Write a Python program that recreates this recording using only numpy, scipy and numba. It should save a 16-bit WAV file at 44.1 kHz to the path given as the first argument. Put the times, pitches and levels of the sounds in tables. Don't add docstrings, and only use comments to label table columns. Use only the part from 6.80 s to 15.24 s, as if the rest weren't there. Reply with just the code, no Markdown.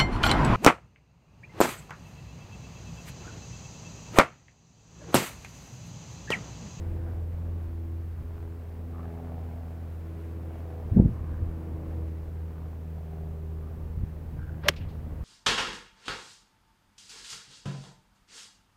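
import sys
import numpy as np
from scipy import signal
from scipy.fft import rfft, irfft, next_fast_len
from scipy.io import wavfile
from scipy.ndimage import uniform_filter1d
from numba import njit

SR = 44100
rng = np.random.default_rng(int(sys.argv[2]) if len(sys.argv) > 2 else 0)


def voltage_ratio(level):
    return 10 ** (np.asarray(level, float) / 20)


def wav_record(signal):
    frames = np.transpose(np.atleast_2d(signal))
    bounded = np.clip(frames, -1, 1)
    quanta = np.round(bounded * 32767).astype(np.int16)
    wavfile.write(sys.argv[1], SR, quanta)


N = 372194
T = np.arange(N) / SR


def curve(table):
    s, *columns = np.transpose(table)
    return [np.interp(T, s, c) for c in columns]


def unit(x):
    return x / np.sqrt(np.mean(x ** 2))


def noise(colour):
    hz, db = np.transpose(colour)
    size = next_fast_len(N)
    f = np.arange(size // 2 + 1) * SR / size + 1
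    gain = voltage_ratio(np.interp(np.log(f), np.log(hz), db))
    spectrum = rfft(rng.standard_normal(size)) * gain
    return unit(irfft(spectrum, size)[:N])


def walk(rate):
    k = int(SR / rate)
    held = np.repeat(rng.standard_normal(N // k + 1), k)
    return unit(uniform_filter1d(uniform_filter1d(held, k), k)[:N])


def bump(s, half):
    return np.exp(-((T - s) / half) ** 2)


def band(x, hz, width_hz):
    edges = np.sqrt(hz ** 2 + width_hz ** 2 / 4) + np.array([-width_hz, width_hz]) / 2
    edges = np.clip(edges, 20, .45 * SR)
    return signal.sosfilt(signal.butter(2, edges, "bandpass", fs=SR, output="sos"), x)


@njit
def lowpass(x, hz):
    y, b, l = np.empty(len(x)), 0., 0.
    for i in range(len(x)):
        g = np.tan(np.pi * hz[i] / SR)
        v = (b + g * (x[i] - l)) / (1 + g * (g + 1.4))
        y[i] = l + g * v
        b, l = 2 * v - b, 2 * y[i] - l
    return y


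def bursts(table):
    out = np.zeros(N)
    for s, db, rise, t60, hz, width_hz in table:
        t = np.arange(int((rise + t60) * SR)) / SR
        shape = np.minimum(t / rise, 1) ** 2 * voltage_ratio(-60 * np.maximum(t - rise, 0) / t60)
        grain = unit(band(rng.standard_normal(int(.4 * SR)), hz, width_hz))[-len(t):]
        start = int(s * SR)
        out[start:start + len(t)] += voltage_ratio(db) * shape * grain
    return out


# f/Hz, relative level per Hz/dB
HISS_SPECTRUM = [(1470, -38.5), (2500, -3), (3160, -6.5), (5700, -10.5), (9500, -13.5), (15100, -5),
                 (15900, -10.5), (16300, -19)]


def preamplifier_hiss():
    return voltage_ratio(-70.5) * noise(HISS_SPECTRUM)


# t/s, roar level/dB, tyre hiss level/dB
TRAFFIC_LEVELS = [(0.0, -44, -62.5), (1.3, -48.5, -65.5), (2.5, -46.5, -64), (3.5, -46, -63),
                  (4.8, -43.5, -62.5), (5.6, -48, -65.5), (6.6, -47.5, -66.5), (8.44, -46.5, -64)]
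# f/Hz, relative level per Hz/dB
ROAR_SPECTRUM = [(53, -37), (90, -11.5), (129, -9.5), (205, -17.5), (252, -17.5), (372, -21), (433, -20.5),
                 (1200, -36), (1560, -60.5), (2640, -120)]
# f/Hz, relative level per Hz/dB
TYRE_SPECTRUM = [(500, -9.5), (1000, -5), (1500, 1), (2200, -4), (3500, -14.5), (6000, -21)]


def traffic():
    roar_db, tyre_db = curve(TRAFFIC_LEVELS)
    roar = voltage_ratio(roar_db + 1.1 * walk(9.6)) * noise(ROAR_SPECTRUM)
    hiss = voltage_ratio(tyre_db + .8 * walk(16)) * noise(TYRE_SPECTRUM)
    return roar + hiss


CYLINDER_LEVELS = [2, -5, 0.5, 0]
# middle t/s, half length/s, centre f/Hz, level/dB
RASP_BANDS = [(.3, .08, 1410, -62), (0.332, 0.079, 700, -53), (2.203, 0.079, 1120, -57),
              (2.27, .08, 1500, -65), (2.3, 0.18, 710, -55.5), (2.697, 0.34, 702, -54),
              (3.933, 0.22, 657, -54), (4.453, 0.14, 1047, -58), (4.52, .08, 1490, -59),
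              (5.15, 0.18, 470, -54), (6.31, 0.18, 650, -55.5), (6.84, .09, 1150, -67),
              (7.619, .03, 1500, -56), (7.68, .08, 1470, -61)]


def rasp(turns):
    firing = turns.astype(int)
    cycle_db = np.array(CYLINDER_LEVELS)[firing % len(CYLINDER_LEVELS)]
    size_db = cycle_db + 1.5 * rng.standard_normal(N // 200)[firing]
    pops = np.diff(firing, prepend=0)
    gas = np.exp(-(turns % 1) / 0.6) * rng.standard_normal(N)
    puffs = voltage_ratio(size_db) * (gas + 12.7 * pops)
    out = voltage_ratio(-65 + 2.5 * walk(5.6)) * unit(band(puffs, 760.0, 830.0))
    for s, half, hz, db in RASP_BANDS:
        out = out + voltage_ratio(db) * bump(s, half) * unit(band(puffs, hz, 260))
    return out


# t/s, fundamental level/dB, second harmonic level/dB
PLANE_LEVELS = [(0.0, -32.5, -48), (1.1, -33.5, -57.5), (1.8, -38.5, -54), (2.3, -37, -49.5),
                (3.1, -38, -51.5), (3.8, -35.5, -56.5), (4.4, -35.5, -50.5), (4.85, -33.5, -45),
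                (5.6, -36.5, -49), (6.4, -36, -43), (7.0, -36.5, -49), (7.8, -38, -43.5),
                (8.44, -39.5, -46.5)]
OVERTONE_LEVELS = [-62.5, -63.5, -66, -67.5]
# middle t/s, half length/s, level/dB
HARMONIC_SWELLS = [
    [(.9, 0.33, -54.5), (2.4, 0.47, -50.5), (3.55, 0.29, -59), (4.8, 0.45, -52.5), (8.1, 0.38, -56.5)],
    [(.15, 0.19, -50.5), (.95, 0.22, -52.5), (1.65, 0.12, -54), (2.2, 0.19, -56), (3.6, .35, -53),
     (4.9, 0.51, -48.5)],
    [(1.65, 0.2, -58), (2.3, 0.25, -54.5), (3.6, .3, -57), (5.2, 0.31, -55), (6.55, 0.32, -57.5)],
    [(.4, 0.26, -64), (2.4, 0.31, -62), (3.9, 0.28, -57.5), (5.2, 0.55, -59.5)],
]


def plane():
    firing_hz, sink_hz_per_s = 84.53, .74
    fade_db = 3.5
    turns = np.cumsum(firing_hz - sink_hz_per_s * T + 0.304 * walk(2.5)) / SR
    gains = [voltage_ratio(db) for db in curve(PLANE_LEVELS)]
    for usual_db, swells in zip(OVERTONE_LEVELS, HARMONIC_SWELLS):
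        swell = sum(voltage_ratio(db) * bump(s, half) for s, half, db in swells)
        gains.append(voltage_ratio(usual_db + fade_db * walk(2.99)) + swell)
    half_order = np.sin(np.pi * turns + 0.47 * walk(4))
    out = gains[0] * voltage_ratio(-15.5 + 1.5 * walk(6.5)) * half_order
    for k, gain in enumerate(gains, 1):
        phase = 2 * np.pi * k * turns + .3 * np.sqrt(k) * walk(7)
        out = out + np.sqrt(2) * gain * voltage_ratio(1.21 * walk(9)) * np.sin(phase)
    return out + rasp(turns)


# t/s, level/dB before random wavering
BREEZE_LEVELS = [(0.0, -44), (1.0, -47), (1.9, -53), (3.9, -55.5), (4.5, -42), (5.9, -56), (7.0, -44.5),
                 (7.5, -40.5), (8.15, -50), (8.44, -44)]
# peak t/s, level/dB, rise/(dB/s), fall/(dB/s)
GUST_PEAKS = [(1.41, -38.5, 150, 150), (1.61, -42, 200, 100), (4.19, -22, 190, 77.5), (4.63, -36, 120, 78),
              (4.9, -40.5, 200, 60), (7.23, -35, 91, 120), (7.57, -36.5, 120, 88), (8.02, -37.5, 120, 92)]


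def wind():
    db = curve(BREEZE_LEVELS)[0] + 2.25 * walk(6)
    for s, peak_db, rise, fall in GUST_PEAKS:
        away_db = np.where(T < s, rise * (s - T), fall * (T - s))
        db = np.maximum(db, peak_db - away_db)
    edge_hz = np.clip(62.3 * voltage_ratio(0.4 * (db + 49.5)), 30, 1000)
    rumble = noise([(10, -19), (25, -5), (60, 0.5), (20000, -2.0)]) * voltage_ratio(2.5 * walk(40))
    rumble = lowpass(lowpass(rumble, edge_hz), 1.6 * edge_hz)
    flutter = unit(band(band(rng.standard_normal(N), 510.0, 600.), 670.0, 600.))
    flutter = voltage_ratio(-45.5 + 3.9 * (db + 22.5) + 2.7 * walk(70)) * flutter
    return voltage_ratio(db) * rumble * np.sqrt(SR / 2 / 55.0) + flutter


# middle t/s, level/dB of the sine before its envelope, f/Hz
EDDY_KNOCKS = [(4.171, -9, 148), (4.201, -3, 144), (4.223, -11, 96.5), (4.260, -9.5, 130), (7.179, -22, 90),
               (7.237, -15.5, 78)]


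def eddies():
    out = np.zeros(N)
    for s, db, hz in EDDY_KNOCKS:
        near = slice(int((s - 2 / hz) * SR), int((s + 2 / hz) * SR))
        turn = (T[near] - s) * hz
        push = np.sin(2 * np.pi * turn) * np.exp(-(turn / 0.36) ** 2)
        steep = voltage_ratio(-20) * np.sin(2 * np.pi * 3.3 * turn) * np.exp(-(turn / 0.24) ** 2)
        out[near] -= voltage_ratio(db) * (push + steep)
    return out


# t/s, level/dB, rise/s, t60/s, centre f/Hz, width/Hz
HEDGE_RETURNS = [(7.93, -51, .008, 0.078, 1800, 2000), (7.957, -52, 0.0086, 0.11, 4320, 1800),
                 (7.957, -50, 0.0088, .15, 2660, 1000), (7.995, -54, 0.018, .25, 2270, 1300),
                 (8.075, -63, .015, 0.33, 3020, 2800)]


def hedge_echo():
    return bursts(HEDGE_RETURNS)


# t/s, level/dB, rise/s, t60/s, centre f/Hz, width/Hz
TURF_BURSTS = [(7.8800, -27.5, 0.0037, 0.013, 3200, 6500), (7.8860, -23.5, .002, 0.027, 4000, 4000),
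               (7.8845, -24.5, 0.00088, 0.022, 11300, 4300), (7.8862, -16, 0.00299, .025, 500, 206),
               (7.8920, -40.5, 0.0018, 0.14, 990, 2200), (7.8940, -23.5, .003, .025, 230, 302),
               (7.8830, -22, .003, .025, 1400, 1350)]


def turf():
    return bursts(TURF_BURSTS)


# f/Hz, relative level per Hz/dB
RUSH_SPECTRUM = [(400, 4), (900, 1.5), (1600, -2), (3200, -10.5), (5500, -21), (8000, -52), (12000, -39)]


def swing():
    impact_s, vortex_hz = 7.885, 629
    gain_hz_per_s, brake_hz_per_s = 3000, 9000
    away_hz = np.where(T < impact_s, gain_hz_per_s * (impact_s - T), brake_hz_per_s * (T - impact_s))
    hz = np.maximum(vortex_hz - away_hz, 100)
    tone_db = -30 + 21 * np.log2(hz / vortex_hz)
    phase = 2 * np.pi * np.cumsum(hz * (1 + 0.04 * walk(250))) / SR
    tone = np.sqrt(2) * voltage_ratio(tone_db + 3.04 * walk(150)) * np.sin(phase)
    locked = np.clip((T - 7.856) / 0.018 + 1, 0, 1) ** 2
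    locked = locked * voltage_ratio(-60 * np.maximum(T - impact_s, 0) / .04)
    air = rng.standard_normal(N)
    ridge_hz = np.clip(1700 * (hz / vortex_hz) ** 3.0, 200, 4000)
    ridge = lowpass(air, 1.2 * ridge_hz) - lowpass(air, .8 * ridge_hz)
    ridge = ridge * np.sqrt(SR / 2 / ridge_hz)
    sweep = voltage_ratio(-39.5 + 1.8 * walk(300)) * bump(7.868, 0.032)
    return locked * tone + sweep * (noise(RUSH_SPECTRUM) + voltage_ratio(-7) * ridge)


# f/Hz, relative level/dB, t60/s
HEAD_MODES = [(1070, -6, 0.011), (1720, -0.5, 0.0083), (2180, 0, 0.0058), (3190, 2, 0.012),
              (4315, -5, .006), (5510, 2, 0.0056), (6620, -17.5, 0.012), (11800, -15, .004)]
# t/s, relative level/dB, contact time/s
HEAD_CONTACTS = [(7.8848, -12, .00012), (7.88525, -5, .00016), (7.8872, -16, .00014), (7.8889, -10, .00016),
                 (7.8904, -15, .0001)]


def strike():
    t = np.arange(int(.04 * SR)) / SR
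    ring = 0
    for k, (hz, db, t60) in enumerate(HEAD_MODES):
        sense = (-1) ** k
        ring = ring + sense * voltage_ratio(db - 60 * t / t60) * np.sin(2 * np.pi * hz * t)
    start = int(HEAD_CONTACTS[0][0] * SR) - 100
    now = (start + np.arange(600)) / SR
    force = 0
    for s, db, contact in HEAD_CONTACTS:
        push = np.sin(np.pi * np.clip((now - s) / contact, 0, 1))
        force = force + voltage_ratio(db) * push / push.sum()
    heard = band(np.convolve(force, ring), 2700.0, 14000.)
    out = np.zeros(N)
    out[start:start + len(heard)] = 0.88 * heard
    return out


def scene():
    background = traffic() + plane() + wind() + eddies()
    return (background + hedge_echo() + turf() + swing() + strike())[None]


def gain_control(sound):
    hold = np.exp(-1 / (.15 * SR))
    power = signal.lfilter([(1 - hold) ** 2], [1, -2 * hold, hold ** 2], sound ** 2)
    return sound * (1 + power / voltage_ratio(-43.0)) ** -.2


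def top_cut(x):
    return signal.sosfilt(signal.butter(12, 16480, fs=SR, output="sos"), x)


def record(dry):
    top = signal.ellip(8, .2, 60, 15800, fs=SR, output="sos")
    sound = signal.sosfilt(top, dry + preamplifier_hiss())
    finished = gain_control(sound)
    return top_cut(finished)


dry = scene()
out = record(dry)
wav_record(out)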